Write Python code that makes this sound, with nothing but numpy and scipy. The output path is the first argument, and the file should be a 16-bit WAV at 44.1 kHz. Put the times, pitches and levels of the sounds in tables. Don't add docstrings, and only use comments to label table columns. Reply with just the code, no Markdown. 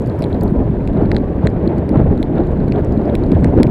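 import sys
import numpy as np
from scipy import signal
from scipy.fft import rfft, irfft
from scipy.io import wavfile
from scipy.ndimage import uniform_filter1d

SR = 44100
rng = np.random.default_rng(int(sys.argv[2]) if len(sys.argv) > 2 else 0)


def bounce(signal):
    frames = np.transpose(np.atleast_2d(signal))
    limited = np.clip(frames, -1, 1)
    pcm = np.round(limited * 32767).astype(np.int16)
    wavfile.write(sys.argv[1], SR, pcm)


def gain_from_db(level_db):
    decades = np.asarray(level_db, float) / 20
    return 10 ** decades


N = 163170
LATE_S, CONTACT_S = 0.0012, 0.00045
CRACK_DB = 11


def col(table, k):
    a = np.array(table)
    return np.interp(np.arange(N) / SR, a[:, 0], a[:, k])


def unit(x):
    return x / np.sqrt(np.mean(x ** 2))


def walk(rate_per_s):
    k = int(SR / rate_per_s)
    held = np.repeat(rng.standard_normal(N // k + 1), k)
    slewed = uniform_filter1d(uniform_filter1d(held, k), k)[:N]
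    return unit(slewed - uniform_filter1d(slewed, size=5 * k))


def bands(shape, low_hz, count):
    f = np.maximum(np.arange(N // 2 + 1) * SR / N, 1)
    s = np.array(shape)
    gain = gain_from_db(np.interp(np.log(f), np.log(s[:, 0]), s[:, 1], left=-60, right=-90))
    for hz in low_hz * 2 ** (np.arange(count) / 3):
        window = np.cos(np.clip(3 * np.log2(f / hz), -1, 1) * np.pi / 2)
        yield hz, irfft(rfft(rng.standard_normal(N)) * gain * window, N)


def add(out, start_s, x):
    i = int(start_s * SR)
    out[i:i + len(x)] += x[:max(N - i, 0)]


def ring(hz, t60_s, rise_s):
    t = np.arange(int(t60_s * SR)) / SR
    decay = np.exp(-t * np.log(1000) / t60_s)
    return np.sin(2 * np.pi * hz * t) * decay * (1 - np.exp(-t / rise_s))


def surge(octaves):
    # centre in seconds, swell in dB, half-width in seconds, brightening in dB per octave
    throws = [(0.242, 0, 0.14, 2), (0.431, 4.5, .04, -0.5), (0.601, 5.5, 0.039, -1.7),
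              (1.011, 5.5, 0.051, 2.5), (1.142, 4.5, 0.037, -0.5), (1.447, 6.5, 0.018, 2.5),
              (1.68, 1.5, 0.067, 2), (1.779, 1, 0.04, 1.5), (1.978, 8.5, 0.036, 2.5),
              (2.091, 5, 0.046, -0.5), (2.39, 2.5, 0.022, 6), (2.519, 1.5, 0.014, 1.5),
              (2.772, 1.5, 0.019, 3.8), (3.09, 0.5, 0.03, 2.5), (3.359, 7, 0.014, 2.5),
              (3.459, 3.5, 0.019, 3), (3.592, 7.5, 0.019, 2)]
    t = np.arange(N) / SR
    return sum((db + tilt * octaves) * np.exp(-.5 * ((t - s) / w_s) ** 2) for s, db, w_s, tilt in throws)


def wind(eddy):
    # time in seconds, buffeting level in dB
    gust_levels = [
        (0.0, -16),
        (2.07, -15.5),
        (2.19, -15),
        (3.48, -12.5),
        (3.7, -9.5),
    ]
    # frequency in Hz, level in dB per Hz
    buffet_spectrum = [(13, -38), (22, -2), (87, 1.5), (278, -3.5), (387, -5.5), (538, -13.5), (597, -12.5),
                       (1240, -35), (1400, -37), (1820, -71), (3080, -120)]
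    shared_db, near_db, own_db = 1.3, 1, 1
    sway_per_s, flicker_per_s = 35, 40
    eddy_from_hz, suction = 200, .12
    out, near, swell = 0, walk(sway_per_s), surge(0)
    tilt = surge(0.53) - swell
    for hz, x in bands(buffet_spectrum, 21.79, count=19):
        near = unit(0.53 * near + 0.9 * walk(sway_per_s))
        level_db = shared_db * eddy / (1 + eddy_from_hz / hz) + near_db * near
        level_db = level_db + own_db * walk(flicker_per_s)
        out = out + x * gain_from_db(level_db + swell + tilt * np.log2(hz / 186.0))
    calm_rms = np.sqrt(np.mean((out / gain_from_db(swell)) ** 2))
    out = out / calm_rms * gain_from_db(col(gust_levels, 1) - 0.56)
    bend = out ** 2
    return out - suction * (bend - uniform_filter1d(bend, size=2000))


def wheels(eddy):
    # frequency in Hz, level in dB per Hz
    roar_spectrum = [(530, -39), (900, -0.5), (1260, -18), (1520, -6), (2930, -21.5), (4350, -31),
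                     (5200, -38), (14400, -43), (15500, -54.5)]
    # time in seconds, treble hiss in dB
    spray_levels = [
        (0, 2.5),
        (.42, 0.5),
        (.445, 5.5),
        (.47, -1.5),
        (1.9, -4),
        (2.4, -3),
        (3.17, 0.5),
        (3.7, 0),
    ]
    # time in seconds, frequency in Hz, level in dB
    whine_track = [
        (0, 940, -56),
        (.2, 955, -40),
        (.45, 975, -43),
        (.65, 1000, -43.5),
        (.8, 1030, -58),
        (1.1, 1105, -53),
        (1.2, 1130, -44.5),
        (1.42, 1200, -54),
        (1.6, 1260, -60.5),
        (3.7, 1500, -71),
    ]
    roar_db, rise_db_per_s, steady_hz = -45.5, 0.77, 4500
    case_hz, case_width_hz, case_lift = 4050, 310, 0.95
    shake_db = 0.4 * surge(2.8) + 0.44 * eddy + 1.5 * walk(80)
    shake_db = shake_db + rise_db_per_s * (np.arange(N) - N / 2) / SR
    hiss_db = col(spray_levels, 1)
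    roar = 0
    for hz, x in bands(roar_spectrum, 897, count=13):
        top = (hz / steady_hz) ** 4
        lift = 1 + case_lift / (1 + ((hz - case_hz) / case_width_hz) ** 2)
        if True:
            lift = 1 + case_lift / (1 + ((hz - case_hz) / case_width_hz) ** 4)
        roar = roar + x * gain_from_db((shake_db + hiss_db * top) / (1 + top)) * lift
    whine_hz = col(whine_track, 1) * (1 + 0.0045 * walk(20))
    whine = np.sin(2 * np.pi * np.cumsum(whine_hz) / SR)
    return unit(roar) * gain_from_db(roar_db + 3.0) + whine * gain_from_db(col(whine_track, 2) + 4.2 * walk(19))


def crack(noise, colour_db):
    # frequency in Hz, width in Hz, level in dB
    upper_resonances = [(7700, 3300, 5), (10730, 2400, 1.5), (13200, 3000, -3.5)]
    burst_s = .00025
    t = np.arange(len(noise)) / SR
    f = np.arange(len(noise) // 2 + 1) * SR / len(noise)
    shape = 0
    for k, (hz, width_hz, db) in enumerate(upper_resonances):
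        shape = shape + (-1) ** k * gain_from_db(db + colour_db[k]) / (1 + 1j * (f - hz) / (width_hz / 2)) ** 2
    x = irfft(rfft(noise * t * np.exp(-t / burst_s)) * shape, len(noise))
    return x / np.abs(x).max()


def ticks():
    # start in seconds, peak in dB, crack in dB, ring in Hz
    light_taps = [(.0603, -43.5, -8, 4600), (.0725, -44, -5, 4600), (.0965, -34.5, -22.5, 4120),
                  (.1905, -41.5, -5, 5250), (.2052, -42.5, -14, 4500), (.3446, -36, -23, 3900),
                  (.4098, -33.5, -12, 4500), (.4335, -42.5, -21.5, 3900), (.478, -37.5, -16, 4270),
                  (.9318, -45.5, -15, 3900), (1.0186, -46.5, -18, 4300), (.9712, -38.5, -27.5, 3870),
                  (1.056, -38.5, -27, 4100), (1.181, -37, -23, 4050), (1.4426, -39, -30, 3600),
                  (1.4998, -48, -10, 4800), (1.7818, -39.5, -10, 4400), (1.991, -42.5, -24.5, 3500),
                  (2.1114, -47.5, -17, 4360), (2.176, -36, -19, 3900), (2.3545, -43.5, -19, 4010),
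                  (2.363, -43, -21.5, 3300), (2.381, -34, -29, 3620), (2.4014, -39, -23.5, 3940),
                  (2.4359, -42, -23, 3900), (2.4713, -43.5, -22.5, 4000), (2.5726, -47.5, -20.5, 4010),
                  (2.6017, -42, -25, 3980), (2.6808, -35, -15.5, 4230), (2.7826, -43, -22, 3600),
                  (2.795, -49.5, -5.5, 4800), (2.8463, -41.5, -7.5, 5600), (2.9223, -41, -12, 4800),
                  (2.9742, -38.5, -17.5, 3950), (3.0155, -48, -23, 4100), (3.0535, -42.5, -25, 4700),
                  (3.236, -32.5, -23, 4100), (3.264, -42.5, -18.5, 4300), (3.3488, -36.5, -23, 3300),
                  (3.436, -39, -26, 4200)]
    tap_db, tap_t60_s, scatter_db = 10, 0.0041, 3
    grit_per_s, grit_db, grit_spread_db = 110, -59, 2.5
    out = np.zeros(N)
    rows = list(light_taps)
    for a, b, c, d in rng.random((int(grit_per_s * N / SR), 4)):
        rows.append((a * N / SR, grit_db - grit_spread_db * np.log(b + .01), -14 - 16 * c, 3400 + 1300 * d))
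    for (s, db, crack_db, hz), r in zip(rows, rng.standard_normal((len(rows), 387))):
        add(out, s + LATE_S, gain_from_db(db + tap_db) * ring(hz, tap_t60_s, CONTACT_S))
        add(out, s + LATE_S, gain_from_db(db + crack_db + CRACK_DB) * crack(r[:384], scatter_db * r[384:]))
    return out


def splats():
    # start in seconds, peak in dB, brightening in dB per resonance
    droplets = [(0.0187, -40, -7.5), (0.2953, -51.5, -2), (.4224, -47.5, 0), (0.4327, -26, 5),
                (.5033, -45.5, 1.5), (1.949, -50, -14), (2.197, -51, 0.5), (2.207, -48, -0.5),
                (2.468, -46, -1.5), (2.516, -48, 0.5), (2.731, -46, -1), (3.143, -54.5, -1.5),
                (3.4094, -44, -6.5), (3.436, -47, -3)]
    out = np.zeros(N)
    for (s, db, tilt_db), r in zip(droplets, rng.standard_normal((len(droplets), 384))):
        add(out, s + LATE_S, gain_from_db(db) * crack(r, tilt_db * np.arange(3)))
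    return out


def drops():
    # start in seconds, peak in dB, low mode in dB, crack in dB, low mode in Hz
    heavy_drops = [(0.2216, -33.5, 2.5, -9, 2380), (0.2282, -29.5, -8.5, -21, 2220),
                   (0.2395, -23, -8.5, -21.5, 2320), (0.327, -29, -12, -27.5, 1860),
                   (0.8742, -37, 6.5, -10.5, 2460), (1.1153, -23.5, 6, -24.5, 1920),
                   (1.1455, -32, 1, -25, 1700), (1.1643, -16.5, -6.5, -30.5, 1810),
                   (1.4701, -17, 0, -21.5, 1845), (1.6747, -25, -17.5, -27.5, 1840),
                   (1.972, -40.5, 9.5, -16.5, 1770), (2.2272, -22, -6.5, -21.5, 2140),
                   (2.7207, -30, 4, -24, 2400), (2.758, -39, -12, -22, 1830), (3.0958, -37, 4, -33.5, 1900),
                   (3.1516, -25.5, 1.5, -13.5, 2430), (3.317, -33, 2.5, -16.5, 2370),
                   (3.4434, -30.5, 10, -8, 1860), (3.5748, -43.5, 6, -6.5, 1800),
                   (3.6302, -20.5, 0, -10.5, 2200), (3.668, -39.5, 9.5, -11.5, 2340),
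                   (1.8908, -38.5, 5.5, -8, 2200), (3.6002, -60, 16, 0, 1700)]
    # first, third and fourth case mode in dB, crack brightening in dB per resonance
    mode_balance = [(-4, 11, -2, -2), (-4, -4, -20, -8.5), (0.5, -6.5, -22, -5.5), (-1, -19, -25, 0.5),
                    (5.5, 6.5, -14, -3), (-8, 7, -17.5, 4), (-7, 1, -12, 0.5), (-1.5, -3, -24, -9),
                    (-3, -14, -11.5, -13.5), (-5, -7, -23, -5), (5, -1.5, -5, -2.5), (3.5, -11, -13, 2),
                    (0, 9, -19, -11), (10, -6, -22, -8.5), (6, -6, -17, -13), (5.5, 0, -1.5, 0.5),
                    (7, 6.5, -10, -5), (-6, 4, 2, -5), (8, 2, -2, -3), (7, 10, -2, -2.5), (0, 7, -3, -1.5),
                    (-4, 13, -8, -5.5), (7, 3, 7, -0.5)]
    # frequency in Hz, level in dB, t60 in seconds
    case_modes = [(3296, 2.5, 0.0054), (4050, 1.5, 0.0086), (4620, 1, 0.0038), (5500, 2.5, .003)]
    low_mode_db, low_t60_s, detune, wind_mask_db = 17, 0.0038, .015, -38
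    out = np.zeros(N)
    noise = rng.standard_normal((len(heavy_drops), 400))
    for (s, db, low_db, crack_db, low_hz), (first, third, fourth, tilt_db), r in zip(
            heavy_drops, mode_balance, noise):
        low_db -= 12 / (1 + gain_from_db(db + low_db - wind_mask_db) ** 2)
        add(out, s + LATE_S, gain_from_db(db + low_db + low_mode_db) * ring(low_hz, low_t60_s, CONTACT_S))
        modes = zip(case_modes, r[-4:], (first, 0, third, fourth))
        for k, ((hz, mode_db, t60_s), off, extra_db) in enumerate(modes):
            mode = ring(hz * (1 + detune * off), t60_s, CONTACT_S)
            add(out, s + LATE_S, (-1) ** k * gain_from_db(db + mode_db + extra_db) * mode)
        add(out, s + LATE_S, gain_from_db(db + crack_db + CRACK_DB) * crack(r[:384], tilt_db * np.arange(3)))
    return out


def jolts():
    # time in seconds, peak in dB, ring in Hz, push +1 or pull -1
    joints = [(0.4095, -7, 150, -1), (0.5255, -2.5, 173, -1), (0.7022, -3.5, 150, -1),
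              (0.9594, -6, 204, -1), (1.0251, 0, 270, -1), (1.057, -5, 168, -1), (1.2158, -4.5, 256, -1),
              (1.4451, -1.5, 130, 1), (1.6755, -1, 285, -1), (1.9144, -1.5, 258, -1),
              (1.9772, -0.5, 141, 1), (2.0456, -3, 149, 1), (2.2039, -3.5, 260, -1),
              (2.7015, -3.5, 240, -1), (2.9774, -1, 226, -1), (3.3093, -4, 322, -1), (3.3229, 2, 237, -1),
              (3.346, -6.5, 172, -1), (3.357, -1.5, 107, -1), (3.441, -4, 200, -1), (3.469, -9, 220, -1),
              (3.5736, -5.5, 321, -1), (3.577, 0, 353, -1), (3.5954, -10.5, 203, -1), (3.6019, 5, 265, -1),
              (3.608, 1.5, 315, 1), (3.6694, -1, 165, -1)]
    jolt_cycles, hush, hush_cycles = .5, .85, .8
    t, out, left = np.arange(N) / SR, np.zeros(N), np.ones(N)
    for s, db, hz, way in joints:
        turns = (t - s) * hz
        out += way * gain_from_db(db) * np.cos(2 * np.pi * turns) * np.exp(-.5 * (turns / jolt_cycles) ** 2)
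        left *= 1 - hush * np.exp(-.5 * (turns / hush_cycles) ** 2)
    return out, left


def scene():
    eddy = walk(70)
    thumps, left = jolts()
    return (wind(eddy) * left + wheels(eddy) + ticks() + splats() + drops() + thumps)[None]


def top_cut(x):
    return signal.sosfilt(signal.butter(12, 15710, fs=SR, output="sos"), x)


def record(dry):
    ceiling, knee = .975, 30
    mix = dry / (1 + (dry / ceiling) ** knee) ** (1 / knee)
    return top_cut(mix)


dry = scene()
out = record(dry)
bounce(out)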